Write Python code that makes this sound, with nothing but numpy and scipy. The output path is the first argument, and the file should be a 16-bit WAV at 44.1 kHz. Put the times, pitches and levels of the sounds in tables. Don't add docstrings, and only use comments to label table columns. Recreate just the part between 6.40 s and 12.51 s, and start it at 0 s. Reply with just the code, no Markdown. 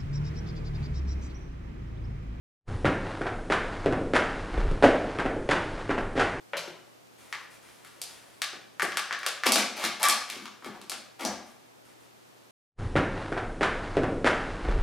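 import sys
import numpy as np
from scipy import signal
from scipy.fft import rfft, irfft, next_fast_len
from scipy.io import wavfile
from scipy.ndimage import uniform_filter1d

SR = 44100
rng = np.random.default_rng(int(sys.argv[2]) if len(sys.argv) > 2 else 0)


def master_out(mix):
    frames = np.transpose(np.atleast_2d(mix))
    ceiling = np.clip(frames, -1, 1)
    pcm = np.round(ceiling * 32767).astype(np.int16)
    wavfile.write(sys.argv[1], SR, pcm)


N = 269406


def amp(db):
    return 10 ** (np.asarray(db) / 20)


def unit(x):
    return x / np.sqrt(np.mean(x ** 2) + 1e-20)


def along(points, hz):
    f, v = np.transpose(points)
    return np.interp(np.log(hz + 1), np.log(f + 1), v)


def filtered(x, response):
    m = next_fast_len(x.shape[-1] + SR // 2)
    return irfft(rfft(x, m) * response(np.fft.rfftfreq(m, 1 / SR)), m)[..., :x.shape[-1]]


def modes(rows):
    return lambda hz: sum((-1) ** k * amp(db) * 1j * hz * width / (f * f - hz * hz + 1j * hz * width)
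                          for k, (f, width, db) in enumerate(rows))


def causal(points):
    def response(hz):
        cepstrum = irfft(np.log(amp(along(points, hz))))
        cepstrum[1:len(hz)] *= 2
        cepstrum[len(hz):] = 0
        return np.exp(rfft(cepstrum))
    return response


def blows(times, db, length_s):
    out = np.zeros(N)
    np.add.at(out, np.round(times * SR).astype(int), amp(db) * rng.choice([-1, 1], len(times)))
    push = np.hanning(round(length_s * SR) + 3)
    return signal.fftconvolve(out, push / push.sum())[:N]


def bursts(times, db, t60):
    out, t = np.zeros(N + SR), np.arange(600) / SR
    hits = amp(-60 * t / t60) * rng.standard_normal((len(times), len(t)))
    hits /= np.linalg.norm(hits, axis=1, keepdims=True)
    for s, gain, hit in zip(times, amp(db), hits):
        out[round(s * SR):][:len(t)] += gain * hit
    return out[:N]


def crackle(per_s, spread_db):
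    slips = rng.random(N) < per_s / SR
    return unit(slips * rng.standard_normal(N) * amp(spread_db * rng.exponential(size=N)))


def crumbs(count, spread_s):
    knots = rng.random((count, 12))
    lag = spread_s * np.array([np.interp(np.linspace(0, 11, 257), range(12), k) for k in knots])
    return irfft(np.exp(-2j * np.pi * np.cumsum(lag, axis=1) * SR / 512))


def swells(times, attack_s, release_s, levels, rise_db, fall_db):
    out = np.zeros(N)
    for s, up, down, db in zip(times, attack_s, release_s, levels):
        i = np.arange(round((s - up) * SR), round((s + down) * SR))
        out[i] += amp(db + np.interp(i / SR, [s - up, s, s + down], [-rise_db, 0, -fall_db]))
    return np.abs(uniform_filter1d(out, size=200))


# f/Hz, level/dB
MID_HISS_EQ = [(20, -20), (60, -19.5), (150, -8.5), (350, -5), (700, -8), (1700, -14), (6000, -19),
               (15000, -26.5), (15900, -50), (17000, -70)]
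SIDE_HISS_EQ = [(20, -34), (100, -7.5), (260, -2.5), (630, -5), (2700, -17.5), (14800, -30.5), (15900, -44),
                (17000, -76)]
# f/Hz, mid level/dB, side level/dB
MAINS_HUM = [(118, -69.5, -81)]


def room_tone():
    t = np.arange(N) / SR
    hiss = lambda eq: unit(filtered(rng.standard_normal(N), lambda hz: amp(along(eq, hz))))
    mid, side = amp(-60) * hiss(MID_HISS_EQ), amp(-57) * hiss(SIDE_HISS_EQ)
    for hz, mid_db, side_db in MAINS_HUM:
        hum = np.sin(2 * np.pi * hz * t)
        mid += amp(mid_db) * hum
        side += amp(side_db) * hum
    return np.array([mid + side, mid - side])


# t/s, level/dB, rattle offset/dB, wood offset/dB
LID_HITS = [(0.133, -29, -55, -22), (0.168, -38, -15, -13.5), (0.175, -51, -12, -9),
            (0.207, -51.5, -15, -28), (0.275, -44, -27, -1)]
# f/Hz, width/Hz, level/dB
LID_MODES = [(568, 40, 6), (1004, 120, -3), (1430, 220, -3), (2190, 480, -5.5), (3100, 680, -11)]
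WOOD_MODES = [(169, 6.7, 2.5), (365, 36, 7.5)]
# f/Hz, level/dB
RIM_EQ = [(800, -50), (2500, 9.5), (4000, 9), (8000, 2), (12000, 0), (16500, -25)]


def lid():
    s, db, rattle_db, wood_db = np.transpose(LID_HITS)
    clack = filtered(blows(s, db + 35, length_s=0.000088), modes(LID_MODES))
    knock = filtered(blows(s, db + wood_db + 44, length_s=0.0021), modes(WOOD_MODES))
    rattle = filtered(bursts(s, db + rattle_db + 35.5, t60=0.054), causal(RIM_EQ))
    return clack + knock + rattle


# t/s, attack/s, release/s, level/dB
STROKES = [(.8, 0.021, 0.26, -55), (1.15, 0.047, 0.029, -55), (1.27, .05, 0.22, -56.5),
           (1.447, .004, 0.3, -57), (1.73, 0.06, 0.26, -54.5), (5.07, 0.0093, .07, -57.5),
           (5.51, 0.063, 0.022, -61.5), (5.64, 0.046, 0.019, -62.5)]
# f/Hz, level/dB
SKIN_EQ = [(500, -5), (2000, -3.5), (6000, -13), (10000, -8), (13000, -16), (16500, -28)]


def fingers():
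    envelope = swells(*np.transpose(STROKES), rise_db=-1, fall_db=7.5)
    return envelope * filtered(crackle(per_s=13000, spread_db=-1), causal(SKIN_EQ))


def patch(hz, centre_hz, width_hz):
    low_cut = np.clip(hz / centre_hz, 0, 1)
    return low_cut * hz * width_hz / np.hypot(centre_hz ** 2 - hz ** 2, hz * width_hz)


# f/Hz, level/dB
FOIL_EQ = [(800, -50), (2200, 3.5), (3300, -4), (5000, -4), (6500, -9), (9000, -17), (16500, -59.5)]
EDGE_EQ = [(2000, -56.5), (5500, -17), (8000, -5.5), (10000, -5), (13000, -10.5), (16500, -38)]
# f/Hz, width/Hz, level/dB
SEAL_MODES = [(1169, 107, -0.5), (1653, 155, -3), (2160, 490, -4), (2360, 580, -7), (3270, 880, -15.5)]
OPENS_S, POP_SHUT_HZ, POP_OPEN_HZ = 3.05, 1620, 1165


def foil_cracks(times, db, edge_db, ring_db):
    out, hz = np.zeros(N + SR), np.fft.rfftfreq(4096, 1 / SR)
    seal = np.abs(modes(SEAL_MODES)(hz)) / (1 + (hz / 3200) ** 4)
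    pop_hz = np.where(times < OPENS_S, POP_SHUT_HZ, POP_OPEN_HZ)
    pop_hz = pop_hz * np.exp(0.06 * rng.standard_normal(len(times)))
    clicks = crumbs(len(times), spread_s=0.00092)
    for s, gain, edge, ring, pop, click in zip(times, amp(db), edge_db, ring_db, pop_hz, clicks):
        tick_hz = 3050 * 2 ** np.clip(-ring / 39, -.5, 1)
        layers = [amp(17.5 + along(FOIL_EQ, hz)) * np.clip(hz / (0.79 * tick_hz), 0, 1) ** 2,
                  amp(edge + 25.5 + along(EDGE_EQ, hz)),
                  amp(16) * patch(hz, tick_hz, width_hz=740),
                  amp(ring + 30) * patch(hz, pop, width_hz=760) ** 2,
                  amp(ring + 31.5) * seal]
        colour_db = 10 * np.log10(np.sum(np.square(layers), axis=0))
        colour = causal(np.transpose([hz, colour_db]))(hz)
        out[round(s * SR):][:4096] += gain * irfft(rfft(click, 4096) * colour)
    return out[:N]


# f/Hz, width/Hz, level/dB
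SHUT_MODES = [(203, 62, -7.5), (368, 41, 0), (439.4, 25, -11)]
OPEN_MODES = [(211.5, 22.5, 1.5), (253, 44, -3), (343, 81, -7.5)]


def tube_air(drive):
    shut = np.arange(N) < OPENS_S * SR
    vented = lambda hz: modes(OPEN_MODES)(hz) * (1j * hz / (150 + 1j * hz)) ** 2
    return amp(-10.5) * filtered(drive * shut, modes(SHUT_MODES)) + filtered(drive * ~shut, vented)


# t/s, level/dB, edge offset/dB, ring offset/dB, knock offset/dB
NAIL_SNAPS = [(0.9252, -28.5, -21, -1, -19), (1.287, -52, -12, -3, -21), (1.447, -44.5, -7, -7, -18),
              (1.6152, -26.5, -4.5, -23.5, -20), (2.0175, -18, -13, -10.5, -24), (2.13, -46, -31, 2.5, 2),
              (2.396, -27, -14.5, 3.5, -11.5), (2.4205, -24, -11, 1, -32), (2.427, -30.5, -1, -16, 1.5),
              (2.5193, -31, -24, -1.5, -21), (2.5701, -18, -11, -6, -16.5), (2.708, -36, -26, 10.5, -4.5),
              (2.7253, -25, -31, -5.5, -16.5), (2.7892, -38.5, -9, -10, -15), (2.8308, -32, -20, 1, -13),
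              (2.8628, -18, -9, -8, -14.5), (3.0342, -24.5, -21, 2, -13), (3.063, -20.5, -11, -5, -6.5),
              (3.1196, -11.5, -6.5, -23, -36), (3.1336, -13.5, -20.5, -38, -25),
              (3.1571, -14.5, -8.5, -10, -8), (3.4385, -23, -31, -6, -7), (3.5974, -35.5, -8, -9, -18.5),
              (3.629, -17.5, -1, -12.5, -40), (3.6844, -19, 1, -8, -11), (3.6967, -13, -14, -27.5, -43),
              (4.0551, -33.5, -18, -6.5, -29), (4.2225, -53, -20, 8, 0.5), (4.2444, -37.5, -13, -4, -12),
              (4.3473, -50, -19, 3.5, -1), (4.414, -39, -9.5, -11, -17.5),
              (4.496, -24.5, -5.5, -20.5, -19.5), (4.517, -30.5, -11, -6.5, -8.5),
              (4.8493, -19.5, -13, -36.5, -5.5)]
# f/Hz, width/Hz, level/dB
WALL_MODES = [(455.7, 120, -16), (779, 182, -4.5)]


def snaps():
    s, db, edge_db, ring_db, knock_db = np.transpose(NAIL_SNAPS)
    cracks = foil_cracks(s, db, edge_db, ring_db)
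    knock = filtered(blows(s, db + knock_db + 44.5, length_s=0.0014), modes(WALL_MODES))
    thump = tube_air(blows(s, db + 2.05 * knock_db + 49.5, length_s=0.0015))
    return cracks + knock + thump


# t/s, level/dB
CAN_PUSHES = [(2.442, -37), (3.075, -38), (3.42, -35.5), (3.65, -39), (4.869, -32.5)]
# f/Hz, width/Hz, level/dB
TABLE_MODES = [(79, 6.5, -6)]


def table_thuds():
    s, db = np.transpose(CAN_PUSHES)
    return filtered(blows(s, db + 39, length_s=0.0049), modes(TABLE_MODES))


# t/s, attack/s, release/s, level/dB, seal offset/dB, wall offset/dB, tube offset/dB
JERKS = [(3.061, 0.0076, 0.032, -20.5, -11, -1.5, -5), (3.162, 0.0046, 0.052, -20, -7, -12.5, -18),
         (3.444, 0.082, 0.024, -27.5, -6, -6, -13.5), (3.621, 0.026, 0.0072, -30.5, -4, 0.5, -18),
         (3.635, 0.0077, 0.031, -17, -1, -12, -21), (3.691, 0.0024, 0.043, -24, -0.5, -11.5, -30),
         (3.899, .025, 0.15, -41.5, -4, -12, -13), (4.06, 0.0025, 0.025, -51, -3, 3.5, -18),
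         (4.25, 0.024, 0.053, -52.5, 8.5, 4, 3.5), (4.376, 0.046, 0.011, -55, -4, 9.5, 0),
         (4.52, .003, 0.038, -41, -10, -6, -18), (4.815, .025, 0.033, -32.5, -2.5, -2.5, -1.5),
         (4.856, 0.0048, 0.084, -46, 8.5, 8, -6)]


def tearing(rise_db=7, fall_db=9.5, body_share=0.73):
    *timing, db, seal_db, wall_db, tube_db = np.transpose(JERKS)
    body = lambda offset_db: swells(*timing, db + offset_db, body_share * rise_db, body_share * fall_db)
    rip = swells(*timing, db, rise_db, fall_db) * crackle(per_s=1800, spread_db=5)
    foil = amp(-4) * filtered(rip, causal(FOIL_EQ)) + amp(-6.5) * filtered(rip, causal(EDGE_EQ))
    seal = filtered(body(seal_db + 5.5) * crackle(per_s=2500, spread_db=1.7), modes(SEAL_MODES))
    wall = filtered(body(wall_db + 9) * crackle(per_s=1300, spread_db=-0.5), modes(WALL_MODES))
    air = tube_air(body(tube_db + 19) * crackle(per_s=600, spread_db=3.5))
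    return foil + seal + wall + air


# t/s, level/dB
REFLECTIONS = [(.002, -4.5), (.007, -13.5), (0.0101, -9.5), (0.014, -18), (.022, -8), (.027, -11)]


def early_room(x):
    path = np.zeros(SR // 20)
    path[0] = 1
    for (s, db), smear in zip(REFLECTIONS, crumbs(len(REFLECTIONS), spread_s=0.00111)):
        path[round(s * SR):][:len(smear)] += amp(db) * smear
    return signal.fftconvolve(x, path)[:N]


# f/Hz, t60/s
ROOM_DECAY = [(150, 0.54), (400, 0.58), (1000, 0.6), (2800, 0.57), (7000, 0.47), (14000, 0.33)]
# f/Hz, left-right likeness (1 = mono)
TAIL_LIKENESS = [(60, 0.17), (240, 0.97), (950, 0.96), (3770, 0.82), (15000, 0.073)]
# f/Hz, level/dB
TAIL_EQ = [(150, -0.5), (500, 1.5), (2000, 1), (6000, 4), (14000, -3.5)]


def room_tail(x, build_s):
    block, size, out = 2048, 2 ** 16, np.zeros((2, N + 2 * SR))
    patterns = []
    for _ in range(12):
        hz, t, noise = signal.stft(rng.standard_normal((2, SR * 3 // 4)), SR, nperseg=256)
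        decay = amp(-60 * t / along(ROOM_DECAY, hz)[:, None])
        tail = signal.istft(noise * decay, SR, nperseg=256)[1]
        tail *= 1 - np.exp(-np.arange(tail.shape[1]) / SR / build_s)
        patterns.append(rfft(tail / np.linalg.norm(tail[0]), size))
    for k, start in enumerate(range(0, N, block)):
        out[:, start:start + size] += irfft(rfft(x[start:start + block], size) * patterns[k % 12])

    def colour_and_width(hz):
        angle = np.arccos(along(TAIL_LIKENESS, hz)) / 2
        return amp(along(TAIL_EQ, hz)) * [np.cos(angle), np.sin(angle)]
    mid, side = filtered(out[:, :N], colour_and_width)
    return np.array([mid + side, mid - side])


# f/Hz, left minus right level/dB
PAN = [(80, -0.5), (240, 5), (950, 3), (3800, 1), (15000, 1.4)]


def scene(flight_s=0.001):
    props = lid() + fingers() + snaps() + table_thuds() + tearing()
    near = np.pad(props, (round(flight_s * SR), 0))[:N]
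    heard = amp(4.5) * early_room(near) + amp(6) * room_tail(near, build_s=0.0016)
    panned = filtered(heard, lambda hz: amp(np.outer([.5, -.5], along(PAN, hz))))
    return panned + room_tone()


def record(dry, low_cut_hz=45, top_hz=16700):
    return filtered(dry, lambda hz: (1j * hz / (low_cut_hz + 1j * hz)) ** 2 * (hz < top_hz))


dry = scene()
out = record(dry)
master_out(out)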